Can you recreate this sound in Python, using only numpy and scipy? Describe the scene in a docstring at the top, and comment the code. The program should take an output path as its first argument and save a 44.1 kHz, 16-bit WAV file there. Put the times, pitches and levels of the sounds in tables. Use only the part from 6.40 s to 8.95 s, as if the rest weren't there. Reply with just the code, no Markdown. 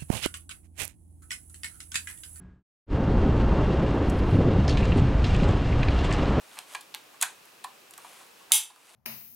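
"""Hands and sleeves rustle over the faint tone of a small room, as a magazine is worked into an airsoft
rifle. It ticks, scrapes and knocks in the hollow plastic well, each contact shaking the shell, walls,
ribs and metal lips. Then the catch snaps shut, its spring rings and loose parts chatter.
The nearby camera's gain control ducks at the snap and recovers slowly."""
import sys
import numpy as np
from scipy import signal
from scipy.fft import rfft, irfft, next_fast_len
from scipy.io import wavfile
from scipy.ndimage import uniform_filter1d, map_coordinates

SR = 44100
rng = np.random.default_rng(int(sys.argv[2]) if len(sys.argv) > 2 else 0)


def inscribe(sig):
    """Save sig as 16-bit PCM at rate SR to the path in sys.argv[1].

    A 1-D sig is mono; a 2-D sig holds one channel per row.
    Samples are clipped to [-1, 1] before scaling.
    """
    pcm = np.round(np.clip(np.atleast_2d(sig).T, -1, 1) * 32767)
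    wavfile.write(sys.argv[1], SR, pcm.astype(np.int16))


N = 112454
HIT_T_S = np.arange(SR // 2) / SR


def amp(db):
    """Decibels to gain."""
    return 10 ** (np.asarray(db) / 20)


def unit_rms(x):
    """Scale to rms 1."""
    return x / np.sqrt(np.mean(x ** 2) + 1e-20)


def unit_hit(x):
    """Scale to the energy of 4 ms at rms 1."""
    return x * np.sqrt(.004 * SR / np.sum(x ** 2))


def curve_at(points, hz):
    """Interpolate (Hz, value) points on a log frequency axis."""
    point_hz, values = np.transpose(points)
    return np.interp(np.log(hz + 1), np.log(point_hz), values)


def filtered(x, response):
    """Apply a zero-phase gain, response(hz)."""
    n = x.shape[-1]
    n_fft = next_fast_len(n + SR // 4)
    return irfft(rfft(x, n_fft) * response(np.fft.rfftfreq(n_fft, 1 / SR)), n_fft)[..., :n]


def coloured(x, spectrum):
    """Filter by (Hz, dB) points."""
    return filtered(x, lambda hz: amp(curve_at(spectrum, hz)))


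def stereo(mid_side, width):
    """Mid and side to left and right."""
    mid, side = mid_side
    return np.array([mid + width * side, mid - width * side])


def add(track, start_s, x):
    """Mix x into the track at start_s."""
    i = round(start_s * SR)
    track[:, i:i + x.shape[-1]] += x[..., :N - i]


def noise_tail(spectrum, t60_curve, rise_s, hold_s):
    """Two noises that rise, hold, then decay, each frequency at its own rate."""
    noise = coloured(rng.standard_normal((2, len(HIT_T_S))), spectrum)
    hz, t, bins = signal.stft(noise, SR, nperseg=256)
    fade = amp(-60 * np.maximum(t - hold_s, 0) / curve_at(t60_curve, hz)[:, None])
    tail = signal.istft(bins * fade, SR, nperseg=256)[1][:, :len(HIT_T_S)]
    return tail * (1 - np.exp(-HIT_T_S / rise_s))


def strike(modes, contact_ms):
    """A rough contact shakes each mode; little radiates outside their range."""
    t = HIT_T_S[:SR // 10]
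    hz, db, t60_s = np.transpose(modes)[:, :, None]
    force = rng.standard_normal((len(hz), len(t))) * np.exp(-(1000 * t / contact_ms) ** 2 / 2)
    impulse_responses = amp(-60 * t / t60_s) * np.sin(2 * np.pi * hz * t)
    rings = signal.fftconvolve(force, impulse_responses, axes=1)
    band_hz = [hz.min() * .8, min(hz.max() * 1.5, SR * .4)]
    rings = signal.sosfilt(signal.butter(3, band_hz, "band", fs=SR, output="sos"), rings)
    hit = np.sum(amp(db) * [unit_hit(x) for x in rings], axis=0)
    return unit_hit(np.pad(hit, (0, len(HIT_T_S) - len(hit))))


# Room tone and hiss: (frequency [Hz], relative level [dB])
AIR_SPECTRUM = [(15, -56), (25, -31.5), (134, -12), (326, -5.5), (405, -4.5), (659, -6), (1020, -6.5),
                (1130, -6), (1260, -6.5), (2160, -10), (2550, -5.5), (3250, -10.5), (16000, -18)]


def room_tone(level_db=-56, width=.48):
    """Steady background noise, strongest in the low mids."""
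    noise = coloured(rng.standard_normal((2, N)), AIR_SPECTRUM)
    return amp(level_db) * stereo(unit_rms(noise), width)


# Hand and sleeve slides: (peak time [s], rise [s], fall [s], level [dB])
SLIDES = [(.02, 0.045, 0.17, -59), (.165, 0.065, 0.073, -53), (.33, 0.047, .05, -47.5),
          (0.741, 0.031, 0.038, -63), (1.101, 0.14, 0.077, -67), (1.68, 0.11, 0.14, -54.5),
          (1.8, 0.11, .08, -55), (2.0, .05, 0.051, -61), (2.53, 0.17, .1, -51.5)]
# Friction noise: (frequency [Hz], relative level [dB])
CLOTH_SPECTRUM = [(100, -27), (400, -2), (900, 7.5), (1700, 4), (3500, 3), (5300, -2), (7500, 0.5),
                  (9500, 2), (12000, -2), (15500, -36)]


def hand_rustle(grain_db=2, grains_per_s=500, width=.13):
    """Grainy friction of skin and cloth, swelling with each slide."""
    t = np.arange(N) / SR
    power = sum(amp(db) ** 2 * np.exp(-2 * ((t - peak_s) / np.where(t < peak_s, rise_s, fall_s)) ** 2)
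                for peak_s, rise_s, fall_s, db in SLIDES)
    roughness = map_coordinates(rng.standard_normal(SR // 10), [t * grains_per_s], mode="wrap")
    friction = coloured(rng.standard_normal((2, N)) * amp(grain_db * roughness), CLOTH_SPECTRUM)
    return np.sqrt(power) * stereo(unit_rms(friction), width)


# Magazine touching the well; the spot touched sets the pitch: (time [s], hollow knock [dB],
# wall clack [dB], rib snap [dB], metal tick [dB], edge fizz [dB], contact length [ms], pitch [ratio])
WELL_CONTACTS = [ (.114, -54, -58, -54, -69, -75, 6, 0.9), (0.1692, -44.5, -46, -56, -67, -75, 3.2, 1.02),
                 (.177, -44, -46.5, -48, -66, -75, 8, 0.97),
                 (0.1886, -47, -59, -38.5, -37, -43.5, 1.27, 0.9),
                 (0.3482, -33, -32.5, -44, -38.5, -65, 2.4, 0.97),
                 (0.3532, -43, -47, -38.5, -46.5, -60, 0.96, 1.04),
                 (0.4083, -68, -60, -49, -45.5, -57, 5.4, 1.09),
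                 (0.5409, -44, -49, -38, -53, -65, 2.1, 1.05),
                 (0.547, -49, -45, -34.5, -38, -39.5, 0.81, 0.95),
                 (.742, -53.5, -58, -65, -70, -80, 2.5, 1.03), (0.805, -42.5, -46, -47, -48, -75, 10, 1.05),
                 (0.8127, -43, -46, -34.5, -24.5, -52, 3.2, 0.98),
                 (.822, -32, -41, -31.5, -38, -48, 1.9, 1.23),
                 (0.8239, -40, -39, -30.5, -20, -44, 4.6, 0.99),
                 (0.8263, -37.5, -31, -31, -23, -27.5, 1, 0.9), (.831, -33, -27, -32, -39, -39, 4.3, .98),
                 (1.0546, -58, -61, -71, -60, -58, 1.5, 0.93),
                 (1.2408, -70, -43.5, -43, -40, -65, 5.4, 1.03),
                 (1.2443, -32, -45.5, -42.5, -52, -56, 1.52, 0.972),
                 (1.5087, -58, -61, -66, -47.5, -57, 1.8, 1.04),
                 (1.5363, -60, -55, -51.5, -49.5, -55, 2.9, 0.904),
                 (1.5784, -55, -53, -54, -45, -48, 1.7, 0.97),
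                 (1.5815, -45.5, -65, -65, -65, -75, 2.4, 1.08),
                 (1.6455, -42, -54.5, -55, -55, -75, 5.2, 0.93), (1.807, -51, -70, -70, -68, -80, 7.6, .95),
                 (2.007, -53.5, -69, -70, -70, -82, 5.5, 1.07), (2.105, -46, -54, -58, -58, -68, 3.2, 0.83),
                 (2.113, -40.5, -56, -56, -56, -70, 1.8, 1.09),
                 (2.1178, -36.5, -42, -52, -35, -42, 1.3, .95),
                 (2.300, -43.5, -56, -47.5, -56, -67, 11, 0.954),
                 (2.360, -48, -63, -54, -54, -76, 1.3, 1.14)]
# Modes of the five parts: (frequency [Hz], relative level [dB], t60 [s])
HOLLOW_MODES = [(780, -5, .04), (875, -3, .045), (1040, 0, .034), (1130, -2, .032), (1280, -9, .022)]
WALL_MODES = [(1606, -9, 0.036), (1710, 1, 0.042), (2025, -2.5, 0.0072), (2470, 1.5, 0.016)]
RIB_MODES = [(2870, 0.5, 0.0028), (3330, 2.5, 0.0039), (3850, 3, 0.0046), (4540, 1, 0.004)]
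METAL_MODES = [(5100, -12, 0.001), (6770, -2.5, 0.0082), (7260, -31, 0.0028), (7960, 0, 0.0034),
               (9040, -5.5, 0.0049), (9640, -0.5, 0.0017), (9630, 0.5, 0.0026)]
EDGE_MODES = [(11260, -3.5, 0.0019), (12540, -4, 0.005), (13070, -3, 0.0048), (14500, -4, .003)]


def magazine_knocks():
    """Each contact rings the hollow shell, plastic walls and ribs, metal lips and edges in its own mix."""
    out = np.zeros((2, N))
    parts = (HOLLOW_MODES, WALL_MODES, RIB_MODES, METAL_MODES, EDGE_MODES)
    for start_s, *levels_db, contact_ms, pitch in WELL_CONTACTS:
        knock = sum(amp(db) * strike(np.multiply(modes, [pitch, 1, 1]), contact_ms)
                    for db, modes in zip(levels_db, parts))
        add(out, start_s, in_room(knock))
    return out


# Room echo colour: (frequency [Hz], relative level [dB])
ECHO_SPECTRUM = [(300, -10.5), (1200, -3), (3500, -7), (8000, -10), (14000, -8)]
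# Room echo decay: (frequency [Hz], t60 [s])
ECHO_DECAY = [(300, 0.5), (1000, 0.22), (4000, 0.25), (9000, 0.23), (15000, 0.15)]


def in_room(hit, width=.37):
    """Direct sound plus the small room's diffuse echo."""
    response = noise_tail(ECHO_SPECTRUM, ECHO_DECAY, rise_s=.0013, hold_s=0) / np.sqrt(SR * .016)
    echo = signal.fftconvolve(hit[None], stereo(response, width), axes=1)
    return hit + echo[:, :len(HIT_T_S)]


# Catch landing, then seating: (time [s], level [dB])
CATCH_HITS = [(2.1197, -5.5), (2.1204, -7)]
# Catch modes: (frequency [Hz], relative level [dB], t60 [s])
CATCH_MODES = [(3530, -3.5, .008), (3480, -8, 0.0034), (4580, -12, 0.002), (6430, -2, 0.0062),
               (7430, -1.5, .007), (8900, -4, 0.014), (10180, 2, 0.017), (10650, 0, .007),
               (12300, -4, 0.018), (12000, -16, 0.0075), (13600, -3, .007), (15100, -9, 0.01)]


def catch_snap():
    """The catch snaps home in two short, bright blows."""
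    out = np.zeros((2, N))
    for start_s, db in CATCH_HITS:
        add(out, start_s, in_room(amp(db) * strike(CATCH_MODES, contact_ms=.32)))
    return out


# Spring and receiver modes: (frequency [Hz], relative level [dB], t60 [s])
SPRING_MODES = [(870, -15, .33), (2164, -7, .26), (2632, -9, .34), (3284, 1, .16), (3660, -8, .25),
                (6121, -6, .24), (7496, 1, .22), (8773, -3, .24), (9088, 0, .22), (9832, 0, .17),
                (10150, -3, .25), (10908, -1, .25), (11458, -7, .21), (11947, -7, .22), (13270, -9, .2),
                (14756, -9, .2)]


def spring_ring(rise_s, level_db=-8, scatter_db=1):
    """The snap sets spring and receiver ringing in damped modes; returns mid and side."""
    hz, db, t60_s = np.transpose(SPRING_MODES)[:, :, None]
    decay = amp(-60 * HIT_T_S / t60_s)
    onset = 1 - np.exp(-HIT_T_S / rise_s)
    mid_side = []
    for _ in range(2):
        gain = amp(db + scatter_db * rng.standard_normal(hz.shape))
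        phase = 2 * np.pi * rng.random(hz.shape)
        ring = np.sum(gain * decay * np.sin(2 * np.pi * hz * HIT_T_S + phase), axis=0)
        mid_side.append(unit_hit(ring * onset))
    return amp(level_db) * np.array(mid_side)


# Chatter colour: (frequency [Hz], relative level [dB])
CHATTER_SPECTRUM = [(300, -49), (600, -30), (850, -15.5), (1700, -19), (2600, -8.5), (3200, 0),
                    (3800, -1.5), (4250, -15.5), (4800, -4.5), (5400, -11.5), (6050, 1), (6600, -8.5),
                    (7400, 2), (8100, -5.5), (9000, 2.5), (10500, 1.5), (12400, -4.5), (13300, -10),
                    (14200, -13), (14900, -8), (16000, -19)]
# Chatter decay: (frequency [Hz], t60 [s])
CHATTER_DECAY = [(800, 0.34), (3000, .25), (9000, .23), (15000, 0.18)]


def loose_chatter(rise_s, hold_s=.036, level_db=-1.07):
    """Loose parts buzz briefly after the snap, then die away; returns mid and side."""
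    mid_side = noise_tail(CHATTER_SPECTRUM, CHATTER_DECAY, rise_s, hold_s)
    return amp(level_db) * np.array([unit_hit(x) for x in mid_side])


# Background width: (frequency [Hz], side gain [dB])
SIDE_SPECTRUM = [(60, -11), (130, -4), (250, -2.5), (500, 6.5), (4000, 3), (7000, -1), (11000, -19.5),
                 (16000, -23)]


def scene(pan_db=.37, ring_rise_s=.0035):
    """The rifle sits just right of centre, over a background that narrows in the bass and treble."""
    left, right = hand_rustle() + room_tone()
    side = coloured(left - right, SIDE_SPECTRUM)
    background = stereo([left + right, side], width=1) / 2
    rifle = magazine_knocks() + catch_snap()
    snap_s = CATCH_HITS[0][0]
    ringing = spring_ring(ring_rise_s) + loose_chatter(ring_rise_s)
    add(rifle, snap_s, stereo(ringing, width=.24))
    return background + rifle * amp([[-pan_db], [pan_db]])


def record(dry, threshold_db=-15.5, duck_share=.6, release_db_per_s=8.5, cutoff_hz=15950):
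    """Gain control ducks at once on a loud sound and recovers slowly; a steep low-pass follows."""
    power = uniform_filter1d(np.mean(dry ** 2, axis=0), size=128)
    level_db = 10 * np.log10(np.abs(power) + 1e-12)
    target_duck_db = duck_share * np.maximum(level_db - threshold_db, 0)
    recovery_db = release_db_per_s * np.arange(N) / SR
    duck_db = np.maximum.accumulate(target_duck_db + recovery_db) - recovery_db
    return filtered(dry * amp(-duck_db), lambda hz: 1 / (1 + (hz / cutoff_hz) ** 160))


dry = scene()
out = record(dry)
inscribe(out)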